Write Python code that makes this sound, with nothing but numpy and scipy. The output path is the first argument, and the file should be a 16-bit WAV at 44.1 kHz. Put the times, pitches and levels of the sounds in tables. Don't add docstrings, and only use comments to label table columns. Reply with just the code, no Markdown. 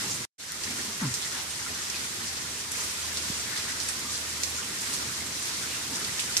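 import sys
import numpy as np
from scipy import signal
from scipy.fft import rfft, irfft
from scipy.io import wavfile

SR = 44100
rng = np.random.default_rng(int(sys.argv[2]) if len(sys.argv) > 2 else 0)


def put_to_file(sound):
    columns = np.atleast_2d(sound).T
    safe = np.clip(columns, -1, 1)
    whole_steps = np.round(safe * 32767)
    wavfile.write(sys.argv[1], SR, whole_steps.astype(np.int16))


N = 282240
TIME = np.arange(N) / SR
FREQS = np.maximum(np.arange(N // 2 + 1) * SR / N, 1)

# (time [s], level [dB])
TOWN_COURSE = [(0, -45), (.55, -48), (2.1, -48.8), (3.2, -47.5), (6.4, -46.5)]
# (frequency [Hz], density [dB per Hz])
RUMBLE_SPECTRUM = [(20, -25), (36, -29), (50, -11), (66, -4.5), (100, 3), (160, 1), (240, 1), (350, -1.5),
                   (500, -5.5), (900, -13.5), (1600, -23), (4000, -38)]
# (time [s], level [dB], spread of the swell [s], pitch [Hz])
SHOE_SCUFFS = [(1.034, -35, .019, 850), (1.367, -40.5, .018, 1190), (3.537, -41, 0.066, 1700),
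               (3.70, -40, 0.021, 1570), (5.723, -41, .04, 2420)]
# (time [s], level [dB], spread of the swell [s])
FINGER_BRUSHES = [(.76, -48.5, 0.086), (5.925, -47.5, 0.075)]
# (time [s], peak [dB], pitch [Hz], time to fall by 60 dB [s])
CASING_BUMPS = [(.135, -38, 150, .1), (.205, -35.5, 130, 0.069), (.70, -38, 236, 0.42), (.88, -39, 221, .2),
                (1.0161, -27, 247, 0.1), (1.106, -33, 111, 0.13), (3.2998, -18.5, 190, .016)]
# (time [s], smack level [dB], pitch [Hz], splash time constant [s])
EAVES_DRIPS = [(0.52, -12, 10500, .001), (.636, -26, 6000, 0.014), (1.14, -19, 6500, .021),
               (1.9, -26, 6000, .007), (2.717, -24, 8500, .024), (3.171, -24, 5030, .014),
               (3.563, -30, 4200, .04), (3.8013, -24, 5800, 0.03), (3.888, -19, 8440, .016),
               (4.434, -13.5, 6300, .015), (4.937, -23, 6950, 0.021), (6.047, -26, 4600, .01),
               (6.194, -21.5, 3200, .014), (6.199, -20.5, 8000, .02), (6.368, -6.5, 5400, .002),
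               (6.3726, -7, 7500, .001), (6.3785, -14, 7500, .003)]
# (time [s], level [dB])
SHOWER_COURSE = [(0, -36), (.09, -35.2), (.16, -37.6), (.95, -39.5), (1.22, -37), (1.5, -38.9),
                 (1.85, -37.5), (2.48, -38), (2.67, -39.8), (2.77, -36.4), (3.75, -36.5), (4.1, -36.5),
                 (4.6, -37), (5.5, -36), (5.95, -37), (6.4, -35.5)]
# (frequency [Hz], density [dB per Hz])
SPRAY_SPECTRUM = [(1200, -29), (2500, -6.5), (3600, -3.5), (5000, -2), (6500, -1), (7800, 0.5), (10000, -4),
                  (12500, -11.5), (14500, -11.5)]
# (frequency [Hz], density [dB per Hz])
WASH_SPECTRUM = [(200, -17), (420, -4.5), (650, -1), (900, -4.5), (1200, -3), (1900, -1), (2700, -3),
                 (3800, -7), (7000, -16)]
# (frequency [Hz], correlation [-1 to 1])
WASH_LIKENESS_CURVE = [(200, 0.44), (550, 0.18), (950, 0.4), (1500, 0.12), (3000, 0.12)]
# (frequency [Hz], gain [dB])
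LEFT_COLOUR = [(100, -0.3), (400, 1), (490, -3.5), (590, -21), (680, -26), (760, -26), (890, 0.5),
               (2100, 2), (2800, -2.5), (4700, 2), (5900, 2), (8000, -8), (11500, -12), (14000, -48)]

TOWN_WANDER_DB = 1.27
HUM_HZ, HUM_DB = 76.5, -54
HUM_NEAREST_S, HUM_PASS_S = 4.05, 1.7
SCUFF_WIDTH_HZ = 1400
RUB_START_S, RUB_DB = 1.013, -27.5
RUB_ATTACK_S, RUB_HOLD_S, RUB_RELEASE_S = 0.0075, 0.061, 0.012
JUDDER_START_HZ, JUDDER_SLOWING_S, JUDDER_SAG = 290, .008, .38
SMACK_S, ATTACK_S = .001, .0005
SPLASH_DB, SPLASH_FOLLOWS = -16, .5
PORT_LAG_S = .0004
SPRAY_DB, WASH_DB, WASH_FOLLOWS = 4.5, -9, 0.81
MUTE_START_S, MUTE_END_S, MUTE_DB = 0.252, 0.3803, -67
MUTE_STEP_DB, MUTE_FALL_DB_PER_S = -20.5, 1306
REOPEN_S, RETURN_DB, RETURN_S = 0.021, -8, .27
CUTOFF_HZ = 14300


def from_db(db):
    return 10 ** (np.asarray(db) / 20)


def rms_one(x):
    return x / np.sqrt(np.mean(x ** 2) + 1e-20)


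def in_time(rows):
    s, *columns = np.transpose(rows)
    return [np.interp(TIME, s, c) for c in columns]


def over_hz(points):
    hz, value = np.transpose(points)
    return np.interp(np.log(FREQS), np.log(hz), value)


def coloured(x, spectrum):
    return irfft(rfft(x) * from_db(over_hz(spectrum)), N)


def drift(rate_hz, size=4096):
    slow = rfft(rng.standard_normal(size))
    slow = slow / (1 + (FREQS[:len(slow)] / rate_hz) ** 2)
    return rms_one(irfft(slow, N))


def swell(s, length):
    return np.exp(-.5 * ((TIME - s) / length) ** 2)


def stereo_noise(alike):
    mid, side = rfft(rng.standard_normal((2, N)))
    alike = np.clip(alike, -1, 1)
    common = np.sqrt(1 + alike) * mid
    opposed = np.sqrt(1 - alike) * side * [[1], [-1]]
    return rms_one(irfft(common + opposed, N))


def resonate(x, hz, width_hz):
    r = np.exp(-np.pi * width_hz / SR)
    feedback = [1, -2 * r * np.cos(2 * np.pi * hz / SR), r * r]
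    return signal.lfilter([(1 - r * r) / 2, 0, (r * r - 1) / 2], feedback, x + 1e-18)


def driveway(x, t60, wet_db):
    t = TIME[:SR // 2]
    tail = rng.standard_normal((2, len(t))) * from_db(-60 * t / t60) * (t > .004)
    tail /= np.sqrt(np.sum(tail ** 2, axis=1, keepdims=True))
    return x + from_db(wet_db) * signal.fftconvolve(x, tail, axes=1)[:, :N]


def town_rumble():
    level_db = in_time(TOWN_COURSE)[0] + TOWN_WANDER_DB * drift(5.4)
    return rms_one(coloured(stereo_noise(0.93), RUMBLE_SPECTRUM)) * from_db(level_db)


def engine_hum():
    phase = 2 * np.pi * np.cumsum(HUM_HZ + 1.6 * drift(4.6)) / SR
    distance = np.hypot(1, (TIME - HUM_NEAREST_S) / HUM_PASS_S)
    return np.sqrt(2) * np.sin(phase) * from_db(HUM_DB + 2.5 * drift(3.4)) / distance


def scuffs():
    grit = stereo_noise(0.46)
    out = 0
    for s, db, length, hz in SHOE_SCUFFS:
        brush = resonate(resonate(grit, hz, SCUFF_WIDTH_HZ), hz, SCUFF_WIDTH_HZ)
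        out = out + from_db(db) * swell(s, length) * rms_one(brush)
    return out * from_db([[1.0], [-1.0]])


def handling():
    since = np.maximum(TIME - RUB_START_S, 0)
    hz = JUDDER_START_HZ * (1 + since / JUDDER_SLOWING_S) ** -JUDDER_SAG
    phase = 2 * np.pi * np.cumsum(hz * from_db(0.294 * drift(58))) / SR
    judder = np.sin(phase) + from_db(-13 + 2 * drift(30)) * np.sin(2 * phase)
    friction = rms_one(resonate(resonate(rng.standard_normal(N), 226, 260), 226, 260))

    release = np.exp(-np.clip(since - RUB_ATTACK_S - RUB_HOLD_S, 0, 1) / RUB_RELEASE_S)
    rub = from_db(RUB_DB) * np.minimum(since / RUB_ATTACK_S, 1) * release
    brushing = sum(from_db(db) * swell(s, length) for s, db, length in FINGER_BRUSHES)
    out = (judder + from_db(-12) * friction) * rub + friction * brushing
    for s, peak_db, bump_hz, t60 in CASING_BUMPS:
        age = np.clip(TIME - s, 0, 1)
        out = out + from_db(peak_db - 60 * age / t60) * np.sin(2 * np.pi * bump_hz * age)
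    return signal.sosfilt(signal.butter(3, [60, 380], "band", fs=SR, output="sos"), out)


def drips():
    out, t = np.zeros((2, N + SR // 4)), TIME[:SR // 4]
    for s, smack_db, hz, decay_s in EAVES_DRIPS:
        band = signal.butter(1, [0.76 * hz, min(1.28 * hz, 14000)], "band", fs=SR, output="sos")
        crackle = from_db(2 * rng.standard_normal(len(t)))
        grit = rms_one(signal.sosfilt(band, rng.standard_normal((2, len(t))) * crackle))
        smack = from_db(smack_db) * np.exp(-t / SMACK_S)
        splash = from_db(SPLASH_DB + SPLASH_FOLLOWS * smack_db) * np.exp(-t / decay_s)
        at = int(s * SR)
        out[:, at:at + len(t)] += grit * (smack + splash) * np.minimum(t / ATTACK_S, 1)
    film = signal.butter(2, [1300, 11000], "band", fs=SR, output="sos")
    near = signal.sosfilt(film, out[:, :N] + 1e-18) * from_db([[-2.5], [0]])
    return driveway(near, t60=.18, wet_db=-8)


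def impacts(per_s, spread_db, largest=3.9):
    count = int(per_s * N / SR)
    when, size, direction, sign = rng.random((count, 4)).T
    height = from_db(spread_db * np.minimum(-np.log(1 - size), largest)) * np.sign(sign - .5)
    lag = (2 * direction - 1) * PORT_LAG_S
    ports = []
    for side in (1, -1):
        at = ((when * N + side * lag * SR / 2) % N).astype(int)
        ports.append(np.bincount(at, height, N))
    return np.array(ports)


def patter(per_s, spread_db, low_hz, high_hz, damping, clump_db, count=10):
    out = 0
    for hz in np.geomspace(low_hz, min(high_hz, .45 * SR), count):
        patch = impacts(per_s / count, spread_db) * from_db(clump_db * drift(10.7))
        out = out + resonate(patch, hz, damping * hz)
    return rms_one(out)


def rain():
    shower_db, = in_time(SHOWER_COURSE)
    ticks = patter(per_s=2200, spread_db=1.5, low_hz=2930, high_hz=12800, damping=0.35, clump_db=5.0, count=12)
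    plops = patter(per_s=900, spread_db=3.5, low_hz=703.5, high_hz=4216, damping=0.06, clump_db=4.0, count=22)
    ticks, plops = (rms_one(driveway(drops, t60=0.11, wet_db=-1)) for drops in (ticks, plops))

    spray = rms_one(coloured(stereo_noise(0) + from_db(-5.5) * ticks, SPRAY_SPECTRUM))
    wash_hiss = stereo_noise(over_hz(WASH_LIKENESS_CURVE))
    wash = rms_one(coloured(wash_hiss + from_db(-9.5) * plops, WASH_SPECTRUM))

    flurry_db = 0.59 * drift(3.7)
    spray_db = SPRAY_DB + shower_db + flurry_db + 0.38 * drift(36)
    wash_db = WASH_DB + WASH_FOLLOWS * shower_db + flurry_db + 0.33 * drift(14)
    return spray * from_db(spray_db) + wash * from_db(wash_db)


def dropout():
    fall_db = MUTE_FALL_DB_PER_S * np.clip(TIME - MUTE_START_S, 0, 1)
    closing = np.where(TIME < MUTE_START_S, 1, from_db(MUTE_STEP_DB - fall_db))
    since = np.maximum(TIME - MUTE_END_S, 0)
    climb = from_db(RETURN_DB * np.maximum(1 - since / RETURN_S, 0))
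    opening = np.minimum(since / REOPEN_S, 1) * climb
    return closing + opening + from_db(MUTE_DB)


def scene():
    return town_rumble() + engine_hum() + scuffs() + handling() + drips() + rain()


def record(dry):
    channels = np.array([coloured(dry[0], LEFT_COLOUR), dry[1]]) * dropout()
    return signal.sosfilt(signal.ellip(12, .1, 80, CUTOFF_HZ, fs=SR, output="sos"), channels)


dry = scene()
out = record(dry)
put_to_file(out)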